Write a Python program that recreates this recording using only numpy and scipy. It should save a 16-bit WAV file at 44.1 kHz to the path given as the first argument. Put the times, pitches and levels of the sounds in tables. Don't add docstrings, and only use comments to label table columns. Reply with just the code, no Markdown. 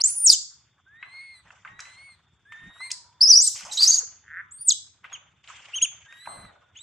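import sys
import numpy as np
from scipy import signal
from scipy.fft import rfft, irfft, next_fast_len
from scipy.io import wavfile
from scipy.ndimage import uniform_filter1d, map_coordinates

SR = 44100
rng = np.random.default_rng(int(sys.argv[2]) if len(sys.argv) > 2 else 0)


def elevation(decibels):
    levels = np.asarray(decibels, float)
    return 10 ** (levels / 20)


def inscribe(sig):
    pcm = np.round(np.clip(np.atleast_2d(sig).T, -1, 1) * 32767)
    wavfile.write(sys.argv[1], SR, pcm.astype(np.int16))


N = 300762
T = np.arange(N) / SR

# t/s, time to fade 20 dB/s, then body, fizz and swish level/dB before the leaves' grain
LEAF_STIRS = [(0, 0.17, -53.5, -46.5, -80), (1.02, 1, -69.5, -72, -81.5), (1.46, 0.36, -65, -61.5, -70),
              (1.52, 0.4, -70, -70, -67), (1.66, 0.13, -59.5, -68, -75), (1.8, .16, -61, -54.5, -52.5),
              (1.87, .3, -65, -60, -66), (1.97, .5, -68, -74, -74), (2.529, .25, -64, -58, -66),
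              (2.64, .4, -67, -66, -72), (2.76, 0.24, -63.5, -68, -78), (3.2, 0.66, -63.5, -77.5, -78),
              (3.56, .5, -57.5, -47, -80), (3.81, 0.34, -53.5, -51, -80), (3.97, 0.01, -61, -54, -77.5),
              (5.045, 0.18, -59, -51, -84), (5.12, 0.25, -62.5, -53.5, -84), (5.445, .1, -71, -56, -59),
              (5.49, 0.42, -56.5, -47, -53), (5.65, 0.94, -64, -53.5, -64.5),
              (5.92, 0.14, -69, -55.5, -92.5), (6.26, 0.4, -62, -68, -82), (6.37, 0.33, -59, -79, -77),
              (6.759, 0.6, -79, -59.5, -72)]
# f/Hz, relative density/dB
BODY_TONE = [(150, -89.5), (250, -39.5), (500, -9), (900, 0), (1500, 1.5), (2200, -7), (3500, -33.5),
             (6000, -90)]
FIZZ_TONE = [(1200, -21.5), (2000, 4), (3200, 6), (4000, -12.5), (5500, -18), (8000, -24), (9500, -42),
             (15000, -65)]
SWISH_TONE = [(3500, -20), (4500, -6.5), (7200, 1.5), (8300, -10.5), (9500, -27), (13000, -62)]
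# f/Hz, relative density/dB
INSECT_TONE = [(2200, -89.5), (2800, -39), (3300, -5.5), (3600, 1), (3900, -29.5), (5000, -89.5)]
RUMBLE_TONE = [(30, -32.5), (50, -11.5), (70, 0), (110, 1), (170, -6), (230, -14), (400, -17), (650, -35),
               (1200, -88.5)]
WIND_TONE = [(15, -21), (35, -5), (100, -3), (200, -3.5), (400, -20), (900, -63)]
# t/s, level/dB, half length/s
WIND_PUFFS = [(1.742, -62.5, 0.0508), (2.665, -51.5, 0.0377), (3.655, -63, 0.027), (6.299, -58.5, .03),
              (6.42, -54, 0.075)]
# t/s, pitch f/Hz, effort before the mouth/dB, octave against the pitch line/dB
SQUEAL_PATHS = [
    [(0.003, 3940, -30, -8), (0.013, 4890, -19, -8), (0.02, 5840, -16, -12), (0.04, 6830, -16.5, -5),
     (0.064, 7990, -14, -15), (0.082, 8560, -16, -15), (0.101, 9560, -11.5, -15),
     (0.118, 10020, -11.5, -15), (0.17, 9680, -14, -15), (0.19, 9330, -8, -15), (0.244, 9170, -5.5, -15),
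     (0.262, 7750, -11, -20), (0.28, 5470, -12, -20), (0.289, 5730, -10.5, -14), (0.295, 5360, -16, -5)],
    [(4.51, 6650, -55.5, 0), (4.517, 7400, -46, -5), (4.529, 8100, -38, -15), (4.598, 8960, -38, -15),
     (4.613, 9630, -21.5, -15), (4.664, 8980, -27.5, -15), (4.687, 7580, -10.5, -5),
     (4.694, 6680, -13, -12), (4.699, 6000, -27, -20), (4.705, 4410, -13, -30), (4.713, 3360, -9, -40),
     (4.722, 3275, -20, 3), (4.73, 2980, -26, -10)],
]
# t/s, f/Hz, level/dB
UNDERTONE_PATHS = [
    [(4.58, 4410, -52.5), (4.615, 4770, -60.5), (4.655, 4650, -81.5)],
]
# t/s, pitch f/Hz, effort before the mouth/dB, octave against the pitch line/dB
SHRIEK_PATHS = [
    [(0.293, 5362, -23, -10), (0.302, 4740, -7, -10), (0.312, 4475, -16, 4), (0.322, 4174, -13, 0),
     (0.335, 3400, -26, 6), (0.35, 2962, -22.5, -8)],
    [(3.712, 3920, -29.5, -18), (3.726, 3848, -28, -8), (3.745, 3900, -36, -14)],
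    [(3.748, 6798, -41, -5), (3.772, 6864, -35, 5), (3.78, 4140, -25, -15.5)],
    [(3.77, 3910, -24, -25), (3.776, 3800, -14.5, -22), (3.786, 3898, -15.5, -25), (3.808, 4736, -14, -22),
     (3.819, 4610, -18, -20), (3.825, 4700, -12, -26), (3.834, 4860, -11, -28), (3.843, 4800, -14, -24),
     (3.853, 4690, -20, -12), (3.873, 5320, -16, -15), (3.881, 6375, -14.5, -15), (3.909, 6470, -17, -12),
     (3.918, 5729, -29, -10)],
    [(3.925, 6000, -28, -9), (3.945, 6640, -19, -15), (3.965, 6466, -34, -12), (3.991, 6660, -23, -21),
     (4.0, 6360, -32, -15)],
    [(3.91, 4520, -22, -14), (3.932, 4566, -15.5, -28), (3.94, 4800, -30, -20), (3.946, 4841, -21.5, -14),
     (3.975, 4204, -39, -10)],
]
# t/s, pitch f/Hz, effort before the mouth/dB, in-between line against the pitch line/dB
SCREAM_PATHS = [
    [(3.206, 4380, -30, -45.5), (3.21, 4495, -14.5, -46), (3.216, 5013, -11, -50),
     (3.231, 5453, -12.5, -55), (3.26, 4933, -9.5, -50), (3.298, 6098, -13, -45), (3.336, 4551, -8, -35),
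     (3.374, 5920, -13, -17), (3.393, 5390, -13, -22), (3.42, 7110, -17, -15), (3.437, 8449, -14.5, -10),
     (3.472, 8234, -12, -4.5), (3.487, 6594, -30, -10)],
]
# f/Hz, level/dB
MOUTH_TONE = [(2000, -25), (3300, -14.5), (4500, -3.5), (5500, -2), (6600, 3), (7600, -1.5), (9000, -12.5),
              (10500, -22), (13000, -32), (16000, -50)]
# start t/s, peak t/s, end t/s, peak level/dB
RASP_BURSTS = [(.25, .29, .33, -27), (.27, .325, .365, -21), (3.199, 3.3, 3.45, -43.5),
               (3.38, 3.47, 3.7, -30), (3.7, 3.732, 3.79, -31.5), (3.76, 3.832, 4.02, -24),
               (3.85, 3.964, 4.01, -34.5), (4.671, 4.699, 4.776, -32)]
# f/Hz, relative density/dB
RASP_TONE = [(1000, -60.5), (2500, -29), (4000, -5.5), (6000, 3.5), (8000, -3), (10000, -14.5),
             (13000, -23.5), (15000, -31.5), (15600, -79.5)]
# t/s, pitch f/Hz, level before the throat/dB, lift of the overtones/dB
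COO_PATHS = [
    [(0.86, 1493, -57, -11), (0.898, 1640, -55.5, -12), (0.973, 1850, -51, -12), (1.06, 2000, -51, -7.5),
     (1.108, 2030, -56.5, 0), (1.148, 2140, -46, -4), (1.24, 2175, -47, -3.5), (1.33, 2120, -51.5, -5),
     (1.37, 2019, -59.5, 7.5), (1.41, 2000, -63.5, 4)],
    [(1.67, 1850, -53, -18), (1.781, 1940, -53.5, -5.5), (1.81, 1960, -50, 1), (1.957, 2048, -59, 2),
     (1.985, 2150, -51.5, -2.5), (2.064, 2233, -47, -3), (2.15, 2030, -64, 5)],
    [(2.45, 1598, -56, -5), (2.506, 1798, -50.5, -6), (2.545, 1788, -44, -8), (2.7, 1860, -51.5, -1.5),
     (2.789, 1896, -55.5, 6), (2.813, 2056, -39.5, -0.5), (2.86, 2125, -44, 3), (2.94, 2000, -56.5, 9)],
    [(6.08, 1817, -51.5, -2.5), (6.183, 1914, -54, 5.5), (6.25, 2020, -57.5, 9), (6.35, 2056, -59.5, 12),
     (6.455, 2024, -60.5, 7.5), (6.5, 1908, -59, 0)],
]
# f/Hz, level/dB
COO_THROAT_TONE = [(1500, 0.5), (2200, 0), (3100, -22), (3700, -6.5), (4100, 1), (5500, -28), (6300, -18),
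                   (7400, -22), (8200, 0), (9200, -6), (11000, -5.5), (13000, -21)]
COO_HARMONICS = (0, -3, -13, -11.5, -23, -30.5)
# t/s, level before a 4 dB cut/dB, centre f/Hz, treble against it/dB, time to fade 60 dB/s
TWIG_SNAPS = [(1.027, -24.5, 1844, -51, 0.049), (1.505, -33, 1550, -31, 0.023),
              (1.649, -27.5, 1430, -34, 0.059), (1.674, -32, 1830, -31.5, 0.055),
              (1.792, -24, 1800, -14, 0.04), (1.803, -36, 4000, 8, .03), (1.854, -31, 1970, -14, 0.023),
              (2.522, -29.5, 1778, -28, 0.0287), (2.804, -33.5, 1160, -18.5, 0.044),
              (2.904, -26.5, 2690, 0, 0.056), (2.915, -36.5, 2030, 25, 0.023), (3.56, -34, 2540, 9, 0.103),
              (3.608, -35, 1470, 5.5, 0.046), (3.65, -34, 927, 6, 0.17), (3.814, -25.5, 3280, 1.5, 0.082),
              (5.043, -28.5, 1560, -43.5, 0.062), (5.098, -46, 2852, -34, 0.05),
              (5.122, -32.5, 1610, -41, 0.04), (5.441, -40, 2672, -39, 0.05),
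              (5.475, -33.5, 2835, -26.5, 0.045), (5.501, -31.5, 1330, -33.5, 0.11),
              (5.656, -45, 3208, -18.5, 0.034), (6.125, -32, 1850, -13.5, 0.017),
              (6.258, -31.5, 1630, -23, 0.05), (6.273, -20, 995, -35.5, 0.0181),
              (6.45, -35.5, 1407, -31, 0.035)]
# start t/s, end t/s, from f/Hz, to f/Hz, starting level/dB
HOOT_GLIDES = [(2.805, 3.55, 980, 960, -64), (3.645, 3.675, 880, 1078, -52), (3.66, 3.715, 500, 850, -46),
               (3.726, 3.75, 860, 1050, -56), (3.78, 3.81, 547, 802, -54), (3.96, 3.985, 916, 845, -59.5),
               (4.01, 4.037, 566, 468, -48), (6.03, 6.451, 1640, 1605, -57),
               (6.448, 6.757, 1425, 1425, -66)]
# t/s, clicks per second f/Hz, level/dB
TRILL_PATH = [(4.21, 53.7, -74.5), (4.26, 100, -55), (4.308, 150, -44.5), (4.351, 170, -38.5),
              (4.4, 200, -33), (4.413, 217, -41.5)]
# f/Hz, width f/Hz, level/dB
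TRILL_RESONANCES = [(1320, 350, -0.5), (1850, 470, 4)]
# start t/s, top t/s, end t/s, top f/Hz, edge f/Hz, effort before the throat/dB
CHIRP_ARCS = [(5.128, 5.13, 5.166, 3370, 2450, -34), (5.732, 5.77, 5.795, 3236, 2500, -27),
              (5.812, 5.832, 5.859, 3365, 2400, -21), (6.753, 6.787, 6.792, 3454, 2301, -42),
              (6.789, 6.821, 6.84, 3950, 3400, -35)]
# f/Hz, level/dB
CHIRP_THROAT_TONE = [(2200, -4), (2900, -1), (3400, -4), (5200, -31), (6000, -15), (6550, 8), (7100, -10),
                     (7900, -8), (8900, 1), (10000, -15), (13000, -30)]
# delay t/ms, left and right level/dB
GROUND_ECHOES = [(1.03, -22, -8.5), (1.672, -8, -17), (2.2, -18, -16), (3.6, -17, -17)]
WALL_ECHOES = [(.35, -13.5, -29), (.8, -26.5, -11.5), (1.9, -12, -24), (3.3, -22, -12)]
# f/Hz, time to fade 60 dB/s
TREE_TAIL = [(500, 0.94), (2000, 0.3), (4500, 0.42), (7000, 0.4), (10000, 0.19), (14000, .15)]
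# from t/s, to t/s
BRIEF_GAP = (.0205, .0385)


def unit(x):
    return x / np.sqrt(np.mean(x ** 2) + 1e-20)


def along(points, hz):
    f, v = np.transpose(points)
    return np.interp(np.log(hz + 1), np.log(f + 1), v)


def wobble(rate, size):
    knots = rng.standard_normal(int(size * rate / SR) + 4)
    return map_coordinates(knots, [np.arange(size) * rate / SR])


def filtered(x, response):
    size = next_fast_len(x.shape[-1] + 8192)
    spectrum = rfft(x, size) * response(np.fft.rfftfreq(size, 1 / SR))
    return irfft(spectrum, size)[..., :x.shape[-1]]


def rush(spectrum, side_db, patchy_db):
    z = signal.stft(rng.standard_normal((2, N)), nperseg=256)[2]
    patches = uniform_filter1d(rng.standard_normal(z.shape[1:]), 4, 0)
    patches = unit(uniform_filter1d(patches, 8, 1))
    pair = signal.istft(z * elevation(patchy_db * patches), nperseg=256)[1][:, :N]
    coloured = filtered(pair, lambda hz: elevation(along(spectrum, hz)))
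    mid, side = coloured * elevation([[0], [side_db]])
    return unit(np.array([mid + side, mid - side]))


def voice(calls, partials, jitter, rough, fade, throat=((1, 0),), ease_s=.006, flutter=0):
    out = np.zeros(N + SR)
    for rows in calls:
        s, hz, *columns = np.transpose(rows)
        t = np.arange(s[0], s[-1] + fade, 1 / SR)
        size = len(t)
        glide = uniform_filter1d(np.interp(t, s, hz), size=int(ease_s * SR) + 1, mode="nearest")
        turns = np.cumsum(glide * (1 + jitter * wobble(120, size))) / SR
        edge = np.clip(np.minimum(t - t[0], t[-1] - t) / fade, 0, 1)
        edge = edge * (1 + flutter * wobble(110, size))
        place = out[round(s[0] * SR):][:size]
        for phase, db in partials(turns, t, [np.interp(t, s, c) for c in columns]):
            shake = 1 + rough * (wobble(1500, size) + .07 * rng.standard_normal(size))
            line_hz = np.abs(np.gradient(phase)) * SR
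            audible = line_hz < 15800
            gain = np.sqrt(2) * edge * audible * shake * elevation(db + along(throat, line_hz))
            place += gain * np.sin(2 * np.pi * phase)
    return out[:N]


def stirred():
    attack_s = 0.015
    at_rest = elevation((-80.5, -80, -84))
    power = at_rest[:, None] ** 2 * np.ones(N)
    for s, fade_s, *db in LEAF_STIRS:
        age = np.clip(T - s + attack_s, 0, None)
        swell = np.clip(age / attack_s, 0, 1) * elevation(-20 * age / fade_s)
        power = power + np.outer(elevation(db) ** 2, swell ** 2)
    return np.sqrt(power)


def leaves():
    body_gain, fizz_gain, swish_gain = stirred()
    grain_db = 3 * wobble(70, N)
    body_grain_db = 2.5 * wobble(45, N)
    body = body_gain * elevation(5.5 + body_grain_db) * rush(BODY_TONE, side_db=-15.5, patchy_db=3.5)
    fizz = fizz_gain * elevation(grain_db) * rush(FIZZ_TONE, side_db=-7.5, patchy_db=2)
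    swish = swish_gain * elevation(.8 * grain_db) * rush(SWISH_TONE, side_db=-0.5, patchy_db=3)
    return body + fizz + swish


def insects():
    return elevation(-75.5 + 1.5 * wobble(0.8, N)) * rush(INSECT_TONE, side_db=-9, patchy_db=1.5)


def rumble():
    return elevation(-69 + 1.2 * wobble(1.9, N)) * rush(RUMBLE_TONE, side_db=-15, patchy_db=2.5)


def squeals():
    second_hz = 4050

    def lines(turns, t, columns):
        effort, octave = columns
        return [(turns, effort), (2 * turns, effort + octave),
                (turns + second_hz * t, effort - 12), (turns - second_hz * t, effort - 48)]

    whistle = voice(SQUEAL_PATHS, lines, jitter=0.0033, rough=.05, fade=0.00083,
                    throat=MOUTH_TONE, ease_s=0.003, flutter=.15)
    undertone = voice(UNDERTONE_PATHS, lambda turns, t, columns: [(turns, columns[0])],
                      jitter=.004, rough=.1, fade=0.0085)
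    return whistle + undertone


def rasp():
    swell_db = 28
    swell = np.zeros(N)
    for start, peak, end, db in RASP_BURSTS:
        levels = [db - swell_db, db, db - swell_db]
        swell += elevation(np.interp(T, [start, peak, end], levels, left=-150, right=-150))
    noise = rush(RASP_TONE, side_db=-41, patchy_db=2.5)[0]
    return swell * elevation(1.4 * wobble(120, N)) * noise


def shrieks():
    second_hz = 3950

    def lines(turns, t, columns):
        effort, octave = columns
        return [(turns, effort), (2 * turns, effort + octave),
                (turns + second_hz * t, effort - 24), (turns - second_hz * t, effort - 20)]

    return voice(SHRIEK_PATHS, lines, jitter=0.016, rough=0.43, fade=.002,
                 throat=MOUTH_TONE, ease_s=.003, flutter=.25)


def coos():
    def lines(turns, t, columns):
        level, overtones = columns
        return [((k + 1) * turns, level + db + k ** 0.56 * overtones + 2 * wobble(25, len(t)))
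                for k, db in enumerate(COO_HARMONICS)]

    return voice(COO_PATHS, lines, jitter=0.0068, rough=0.087, fade=.008,
                 throat=COO_THROAT_TONE, ease_s=0.022)


def snaps():
    out = np.zeros(N + SR)
    t = np.arange(SR // 8) / SR

    def band(hz, octaves):
        return lambda f: np.exp(-(np.log2((f + 1) / hz) / octaves) ** 2)

    for s, db, hz, treble_db, t60 in TWIG_SNAPS:
        envelope = elevation(-60 * t / t60) * (1 - np.exp(-t / 0.00033))
        burst = rng.standard_normal((2, len(t))) * envelope
        body = filtered(burst[0], band(hz, octaves=0.66))
        crack = filtered(burst[1], band(6060, octaves=.45))
        snap = body / np.abs(body).max() + elevation(treble_db) * crack / np.abs(crack).max()
        out[round(s * SR):][:len(t)] += elevation(db - 4) * snap
    return out[:N]


def wind():
    swell = sum(elevation(db) * np.exp(-((T - s) / width) ** 2) for s, db, width in WIND_PUFFS)
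    return swell * rush(WIND_TONE, side_db=-16.0, patchy_db=0)


def hoots():
    fade_db = 9
    calls = [[(start, from_hz, db), (end, to_hz, db - fade_db)]
             for start, end, from_hz, to_hz, db in HOOT_GLIDES]
    return voice(calls, lambda turns, t, columns: [(turns, columns[0])],
                 jitter=0.035, rough=0.2, fade=0.027, flutter=.5)


def screams():
    second_hz = 4050

    def lines(turns, t, columns):
        effort, doubling = columns
        return [(turns, effort), (2 * turns, effort - 11),
                (3 * turns / 2, effort + doubling), (turns / 2, effort + doubling - 18),
                (turns + second_hz * t, effort - 22.5)]

    return voice(SCREAM_PATHS, lines, jitter=.004, rough=0.084, fade=0.0011,
                 throat=MOUTH_TONE, ease_s=0.01, flutter=.35)


def modes(table):
    def response(f):
        return sum((-1) ** k * elevation(db) * 1j * f * width / (hz * hz - f * f + 1j * f * width)
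                   for k, (hz, width, db) in enumerate(table))
    return response


def trill():
    s, rate, db = np.transpose(TRILL_PATH)
    turns = np.cumsum(np.interp(T, s, rate, left=0, right=0)) / SR
    clicks = np.diff(np.floor(turns), prepend=0)
    throat = modes(TRILL_RESONANCES)
    ring = filtered(clicks * elevation(2.6 * rng.standard_normal(N)), lambda f: throat(f) ** 3)
    sounding = (T > s[0]) & (T < s[-1])
    return elevation(np.interp(T, s, db)) * ring / np.sqrt(np.mean(ring[sounding] ** 2))


def chirps():
    harmonics_db = (-3, -2, -8, -18)
    edge_db = 10
    dulling = .45
    u = np.linspace(-1, 1, num=13)
    loudest = max(row[-1] for row in CHIRP_ARCS)
    arcs = []
    for start, top, end, top_hz, edge_hz, db in CHIRP_ARCS:
        times = np.interp(u, [-1, 0, 1], [start, top, end])
        pitch = top_hz - (top_hz - edge_hz) * u ** 2
        arcs.append(np.transpose([times, pitch, db - edge_db * u ** 4]))

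    def lines(turns, t, columns):
        effort = columns[0]
        return [((k + 1) * turns, effort + db + k * k * dulling * (effort - loudest))
                for k, db in enumerate(harmonics_db)]

    return voice(arcs, lines, jitter=.003, rough=0.066, fade=0.0019,
                 throat=CHIRP_THROAT_TONE, ease_s=.002, flutter=.2)


def space(x, tail_db, walls=WALL_ECHOES):
    hz, t, z = signal.stft(rng.standard_normal((2, SR // 2)), SR, nperseg=256)
    decay = elevation(-60 * t / along(TREE_TAIL, hz)[:, None])
    tail = signal.istft(z * decay, SR, nperseg=256)[1]
    rise = np.clip(np.arange(tail.shape[1]) / SR / 0.014, 0, 1)
    tail *= elevation(tail_db) / np.linalg.norm(tail[0]) * rise

    def early(f):
        return 1 + sum(elevation([[left_db], [right_db]]) * np.exp(-2j * np.pi * f * ms / 1000)
                       for ms, left_db, right_db in walls)

    blurred = x * (.25 + unit(wobble(800, N)))
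    return filtered(x, early) + signal.fftconvolve(blurred[None], tail, axes=1)[:, :N]


def scene():
    def mouth(hz):
        return (hz < 15500) / (1 + (1900 / (hz + 1)) ** 6)

    background = leaves() + insects() + rumble() + wind()
    loud_calls = filtered(squeals() + rasp() + shrieks() + screams(), mouth)
    near = space(loud_calls, tail_db=-11.5, walls=GROUND_ECHOES)
    near = near + space(chirps(), tail_db=-13, walls=GROUND_ECHOES)
    softer = space(coos() + hoots(), tail_db=-11.5) + space(trill(), tail_db=-14)
    return near + softer + space(snaps(), tail_db=-7) + background


def roll_off(x):
    return signal.sosfilt(signal.butter(12, 16390, fs=SR, output="sos"), x)


def record(dry):
    ramp_s = .0004
    outside_s = np.abs(T - np.mean(BRIEF_GAP)) - np.ptp(BRIEF_GAP) / 2
    kept = np.clip(outside_s, 0, ramp_s) / ramp_s
    mix = dry * (.003 + kept)
    return roll_off(mix)


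dry = scene()
out = record(dry)
inscribe(out)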